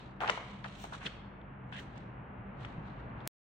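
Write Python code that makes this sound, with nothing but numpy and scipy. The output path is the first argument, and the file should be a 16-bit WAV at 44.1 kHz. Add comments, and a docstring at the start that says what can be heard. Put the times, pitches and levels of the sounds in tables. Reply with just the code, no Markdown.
"""A hard-walled workroom drones: ventilation, two low tones, mains hum. A stiff plastic film is swung
over and laid on a table; it hisses, buckles with a crackle and one sharp pop, and the walls answer.
It settles in smaller crinkles and is slid and smoothed by hand, with thin swishes and two soft pats.
After a faint high tick the sound ends abruptly with a click."""
import sys
import numpy as np
from scipy import signal
from scipy.fft import rfft, irfft, next_fast_len
from scipy.io import wavfile
from scipy.ndimage import map_coordinates

SR = 44100
rng = np.random.default_rng(int(sys.argv[2]) if len(sys.argv) > 2 else 0)


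def transcribe(u):
    """Save the signal u as a 16-bit wav file named by the first command-line argument.

    u: samples, shape (n,) or (channels, n), limited to [-1, 1]; the rate is SR.
    q: integer samples, one column per channel.
    """
    v = np.clip(np.atleast_2d(u).T, -1, 1)
    q = np.round(v * 32767).astype(np.int16)
    wavfile.write(sys.argv[1], SR, q)


N = 156555

# ventilation noise: (time [s], level [dB])
VENT_LEVEL = [(0, -50.5), (.4, -52), (1.4, -50.5), (2.3, -48.5), (3.25, -46)]
# ventilation colour: (frequency [Hz], gain [dB])
VENT_SPECTRUM = [(20, -16), (35, -11), (60, -0.5), (95, -4.5), (150, -2), (230, -4.5), (400, -12),
                 (950, -11.5), (1600, -16.5), (2800, -28), (3500, -41.5), (4400, -56.5), (5000, -69),
                 (9000, -79)]
# ventilation stereo image: (frequency [Hz], left-right coherence [0..1])
VENT_COHERENCE = [(60, 0.95), (130, 0.96), (290, 0.84), (640, 0.3), (1400, 0), (6000, 0.76)]
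# room drones: (time [s], low drone level [dB], high drone level [dB])
DRONE_LEVELS = [(0, -57.5, -61.5), (.35, -56, -60.5), (.55, -57, -51.5), (1.2, -57, -55.5), (1.8, -53, -58),
                (2.4, -54, -56.5), (2.52, -49, -54), (2.9, -49.5, -56.5), (3.25, -47.5, -60.5)]
# pushes of the film: (peak time [s], rise [s], fall [s], hiss level [dB], fizz level [dB])
PUSHES = [(0.0, .02, 0.072, -58.5, -78), (0.208, 0.0024, 0.19, -52, -65.5),
          (0.303, 0.016, 0.05, -45.5, -60), (0.501, 0.072, 0.11, -60.5, -78),
          (0.645, 0.0039, 0.16, -58, -72), (0.76, 0.06, 0.14, -61.5, -76),
          (0.836, 0.042, 0.041, -52.5, -58.5), (0.932, 0.008, 0.039, -51.5, -62),
          (1.068, 0.028, 0.013, -47.5, -57.5), (1.11, .1, 0.065, -63, -75.5),
          (1.728, .004, 0.077, -59.5, -72), (1.797, 0.03, .024, -54.5, -63),
          (1.97, 0.056, 0.065, -64.5, -82.5), (2.625, 0.028, 0.09, -61, -78),
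          (2.875, 0.035, 0.08, -66, -89.5), (3.0, 0.054, 0.076, -70.5, -97), (3.211, .04, 0.078, -70, -97)]
# sliding hiss: (frequency [Hz], gain [dB])
HISS_SPECTRUM = [(200, -18.5), (900, -6.5), (1700, -7), (2200, 4), (3200, 5.5), (4100, 2.5), (4900, -9.5),
                 (7500, -23), (10000, -35.5), (12000, -48.5), (16000, -59)]
# fine sliding fizz: (frequency [Hz], gain [dB])
FIZZ_SPECTRUM = [(2000, -23.5), (4500, -7), (5700, 13.5), (8200, 8.5), (10000, -2), (12000, -16),
                 (15500, -27)]
# stereo image of friction and room tail: (frequency [Hz], left-right coherence [0..1])
FILM_COHERENCE = [(200, 1), (650, 0.93), (1500, .1), (6000, 0.081)]
# wall reflection: (frequency [Hz], gain [dB])
WALL_RESPONSE = [(60, -20), (250, -3), (800, 0), (1800, 0), (3000, -1.5), (5000, 0), (12000, -2.5)]
# room decay: (frequency [Hz], T60 [s])
ROOM_T60 = [(150, 0.98), (1000, 0.92), (3000, 0.79), (5500, 0.61), (8000, 0.31), (15000, 0.31)]
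# film snaps, and one faint high tick just before the closing click:
# (time [s], level [dB], pitch [Hz], decay [cycles])
SNAPS_AND_TICK = [(.2055, -27, 2012, 0.23), (.2065, -40, 898, 0.16), (.2128, -31, 1250, 0.2),
                  (.2185, -22.5, 850, 0.14), (.231, -29, 800, 0.35), (0.2365, -21, 1129, 0.35),
                  (0.246, -23.5, 1002, 0.21), (.2495, -29, 1900, 0.19), (.2775, -33, 2484, 0.13),
                  (.2798, -29, 2200, 0.31), (0.2865, -26, 1111, 0.23), (.2892, -31, 2700, 0.3),
                  (0.2968, -10.5, 1550, 0.21), (.2979, -16, 2400, 0.36), (.2984, -18.5, 850, 0.34),
                  (0.3022, -23, 5615, 0.25), (.3755, -29, 900, 0.4), (.38, -32.5, 1900, 0.33),
                  (.6425, -40.5, 3600, 0.46), (.644, -32.5, 1750, .7), (.6475, -47.5, 5500, 0.22),
                  (.842, -35, 870, 0.27), (.924, -36.5, 1124, .45), (1.065, -25.5, 2960, .55),
                  (1.415, -58, 3420, 1), (1.7237, -37, 1600, 1), (1.974, -47.5, 2330, 0.43),
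                  (1.979, -49.5, 6600, 0.39), (2.6486, -31, 1875, 0.35), (2.6505, -42.5, 3120, 1),
                  (2.654, -48, 6400, 0.27), (3.205, -51, 3440, 1), (3.257, -48.5, 6500, .12)]
# sheet flexes: (start [s], length [s], level [dB], pitch [Hz], spread [octaves], decay [cycles])
SHEET_FLEXES = [(0.206, 0.075, -37, 1080, 0.64, 0.24), (0.277, 0.023, -35, 1390, 0.71, 0.23),
                (0.3, 0.011, -37.5, 780, 0.63, 0.21), (0.375, 0.013, -45, 1000, 0.62, 0.23),
                (0.644, 0.02, -42.5, 1150, 0.57, 0.26), (0.839, 0.012, -42.5, 770, 0.63, 0.18),
                (0.922, 0.027, -42.5, 1184, 0.24, 0.62), (1.009, 0.069, -48.5, 1760, 0.42, 0.39),
                (1.058, .011, -38.5, 3107, 0.17, 0.75), (1.055, 0.013, -43, 424, 0.38, 0.8),
                (1.066, 0.014, -47, 1620, 0.12, .8), (1.723, 0.084, -51.5, 1710, 0.22, 1.2),
                (1.725, 0.072, -52.5, 2880, 0.13, 0.52)]
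# crackle colour, with hollow mid-range peaks: (frequency [Hz], gain [dB])
CRACKLE_COLOUR = [(100, -12.5), (380, -1.5), (560, -6), (780, 3), (1150, -3), (1500, 1), (2250, -1.5),
                  (2700, 2), (3400, 2.5), (4000, -2.5), (5600, 3.5), (8000, -2), (10000, -17), (15500, -35)]
# film skimming the table: (peak time [s], half width [s], level [dB])
SKIMS = [(.228, .025, -68), (.826, .042, -64.5), (.945, .025, -79), (1.798, .03, -74.5)]
# skimming swish: (frequency [Hz], gain [dB])
SKIM_SPECTRUM = [(6000, -36.5), (10000, -13), (12500, -6), (14000, -4.5), (15500, 0)]
# sheet and hand patting the table: (time [s], level [dB], pitch [Hz])
TABLE_PATS = [(1.054, -44, 167), (2.782, -35.5, 156)]


def amp(db):
    """dB to gain."""
    return 10 ** (np.asarray(db) / 20)


def pan(db):
    """Stereo gains: left up by db, right down by db."""
    return amp([[db], [-db]])


def unit(x):
    """Scale to rms 1."""
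    return x / np.sqrt(np.mean(x ** 2) + 1e-20)


def along(points, hz):
    """Interpolate (Hz, value) points on a log axis."""
    knots_hz, values = np.transpose(points)
    return np.interp(np.log(hz + 1), np.log(knots_hz + 1), values)


def clock():
    """Sample times [s]."""
    return np.arange(N) / SR


def curves(rows):
    """One per-sample curve for each column after the time."""
    time_s, *columns = np.transpose(rows)
    return [np.interp(clock(), time_s, column) for column in columns]


def wobble(rate_hz):
    """Smooth random curve, rms 1, rate_hz knots a second."""
    return unit(map_coordinates(rng.standard_normal(N // 8), [clock() * rate_hz], mode="wrap"))


def filtered(x, response):
    """Zero-phase filter with gain response(hz)."""
    size = next_fast_len(x.shape[-1] + 8192)
    return irfft(rfft(x, size) * response(np.fft.rfftfreq(size, 1 / SR)), size)[..., :x.shape[-1]]


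def stereo_noise(spectrum, coherence):
    """Noise of rms 1 with given colour and left-right coherence."""
    def mid_side_gains(hz):
        angle = np.arccos(np.clip(along(coherence, hz), -1, 1)) / 2
        return amp(along(spectrum, hz)) * [np.cos(angle), np.sin(angle)]
    mid, side = filtered(rng.standard_normal((2, N)), mid_side_gains)
    return unit(np.array([mid + side, mid - side]))


def drone(hz, width_hz):
    """Narrow noise band wavering around one pitch."""
    phase = 2 * np.pi * hz * clock()
    return unit(wobble(2 * width_hz) * np.cos(phase) + wobble(2 * width_hz) * np.sin(phase))


def background(hum_hz=49.3, hum_db=-61):
    """Dull ventilation noise, two low drones and mains hum."""
    vent_db, = curves(VENT_LEVEL)
    low_db, high_db = curves(DRONE_LEVELS)
    drones = amp(low_db) * drone(hz=124.5, width_hz=16) + amp(high_db) * drone(hz=193.3, width_hz=11)
    vent = amp(vent_db) * stereo_noise(VENT_SPECTRUM, VENT_COHERENCE)
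    hum = amp(hum_db) * unit(np.sin(2 * np.pi * hum_hz * clock()))
    return vent + drones + hum


def roughness(depth_db=2, rate_hz=150):
    """Gain flutter that makes friction grainy."""
    return amp(depth_db * wobble(rate_hz))


def slides():
    """Friction hiss swells and dies with each push; fast pushes add a fine fizz."""
    t = clock()
    peak_s, rise_s, fall_s, hiss_db, fizz_db = np.transpose(PUSHES)[:, :, None]
    pushes = np.exp(-abs(t - peak_s) / np.where(t < peak_s, rise_s, fall_s))
    rough = roughness()
    out = np.zeros((2, N))
    for db, spectrum in ((hiss_db, HISS_SPECTRUM), (fizz_db, FIZZ_SPECTRUM)):
        envelope = np.linalg.norm(amp(db) * pushes, axis=0)  # pushes add in power
        out += envelope * unit(rough * stereo_noise(spectrum, FILM_COHERENCE))
    return out


def room(film, delay_s=0.004):
    """Diffuse tail: each wall gets a different waveform; each frequency dies at its own rate."""
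    magnitude = abs(signal.stft(film[0], nperseg=128)[2])
    random_phase = np.exp(2j * np.pi * rng.random(magnitude.shape))
    diffuse = signal.istft(magnitude * random_phase, nperseg=128)[1][:N]
    reflected = filtered(unit(diffuse) * np.std(film[0]), lambda hz: amp(along(WALL_RESPONSE, hz)))
    white = stereo_noise([(1, 0)], FILM_COHERENCE)[:, :SR]
    hz, t, bins = signal.stft(white, SR, nperseg=256)
    decay = amp(-60 * t / along(ROOM_T60, hz)[:, None])
    tail = signal.istft(bins * decay, SR, nperseg=256)[1]
    tail = np.pad(tail / np.linalg.norm(tail[0]), ((0, 0), (int(delay_s * SR), 0)))
    return signal.fftconvolve(reflected[None], tail, axes=1)[:, :N]


def snaps(time_s, size, hz, decay_cycles, lag_s):
    """Heavily damped swings, lag_s later on the right."""
    index = (time_s * SR).astype(int)[:, None] + np.arange(-SR // 1000, SR // 100)
    channels = []
    for onset_s in (time_s - lag_s / 2, time_s + lag_s / 2):
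        cycles = np.maximum(index / SR - onset_s[:, None], 0) * hz[:, None]
        age = cycles / np.reshape(decay_cycles, (-1, 1))
        envelope = (age / 2 * np.exp(1 - age / 2)) ** 2
        swing = size[:, None] * envelope * np.sin(2 * np.pi * cycles)
        channels.append(np.bincount(np.clip(index, 0, N - 1).ravel(), swing.ravel(), N))
    return np.array(channels)


def pops(echo_s=0.0011, echo_db=-7, echo_pitch_ratio=0.62):
    """Single film snaps, to the left, each with a duller table echo; last, one faint high tick."""
    time_s, db, hz, decay_cycles = np.transpose(SNAPS_AND_TICK)
    direct = snaps(time_s, amp(db), hz, decay_cycles, lag_s=0.00025) * pan(db=3.5)
    echo = snaps(time_s + echo_s, amp(db + echo_db), hz * echo_pitch_ratio, decay_cycles, lag_s=3e-5)
    return direct + echo


def crinkles(grains_per_s=2200, max_grains=400, scatter_db=3, attack_s=0.00074, release_s=0.0036):
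    """Each flex sets off a dense run of small buckles; a taut patch rings longer, almost a squeak."""
    out = np.zeros((2, N))
    for start_s, length_s, db, centre_hz, spread_oct, decay_cycles in SHEET_FLEXES:
        span_s = length_s + 2 * release_s
        count = int(np.clip(grains_per_s * span_s, 2, max_grains))
        jitter, size_draw = rng.random((max_grains, 2))[:count].T
        pitch_draw, lag_draw = rng.standard_normal((max_grains, 2))[:count].T
        polarity = rng.choice([-1, 1], max_grains)[:count]
        age_s = span_s * (np.arange(count) + jitter) / count
        envelope = np.minimum(age_s / attack_s, 1) * np.exp(-np.maximum(age_s - length_s, 0) / release_s)
        hz = centre_hz * 2 ** (spread_oct * 1.6 * np.tanh(pitch_draw / 1.6))  # within 1.6 spreads
        size = envelope * amp(-scatter_db * np.log(1 - size_draw)) * np.sqrt(hz / centre_hz)
        lag_s = 0.0001 + 0.00028 * lag_draw
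        run = snaps(start_s + age_s, polarity * size, hz, decay_cycles, lag_s)
        out += amp(db) * unit(run) * np.sqrt(length_s * SR / N)
    return out


def swishes():
    """On the fastest pushes the film skims the table: a thin, very high swish."""
    peak_s, half_width_s, db = np.transpose(SKIMS)[:, :, None]
    envelope = np.sum(amp(db) / (1 + ((clock() - peak_s) / half_width_s) ** 2) ** 2, axis=0)
    return envelope * unit(roughness() * stereo_noise(SKIM_SPECTRUM, FILM_COHERENCE))


def pats(attack_s=0.00075, decay_s=0.0093):
    """Sheet and hand strike the table top: short, dull thuds."""
    out = np.zeros(N)
    for time_s, db, hz in TABLE_PATS:
        age_s = np.maximum(clock() - time_s, 0)
        envelope = 2 * (1 - np.exp(-age_s / attack_s)) * np.exp(-age_s / decay_s)
        out += amp(db) * envelope * np.sin(2 * np.pi * hz * age_s)
    return out


def scene(room_db=-13):
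    """Film, room tail and pats over the background."""
    crackle = filtered(crinkles() + pops(), lambda hz: amp(along(CRACKLE_COLOUR, hz)))
    film = crackle + slides() + swishes()
    return film * pan(db=-0.2) + amp(room_db) * room(film) + pats() + background() * pan(db=0.26)


def record(dry, stop_s=3.2756, click_db=-10, top_hz=16100, edge_hz=400):
    """The sound stops abruptly with a click; nothing passes above top_hz."""
    click = amp(click_db) * (np.arange(N) == round(stop_s * SR))
    gated = dry * (clock() < stop_s)
    return filtered(gated + click, lambda hz: np.clip((top_hz - hz) / edge_hz, 0, 1))


dry = scene()
out = record(dry)
transcribe(out)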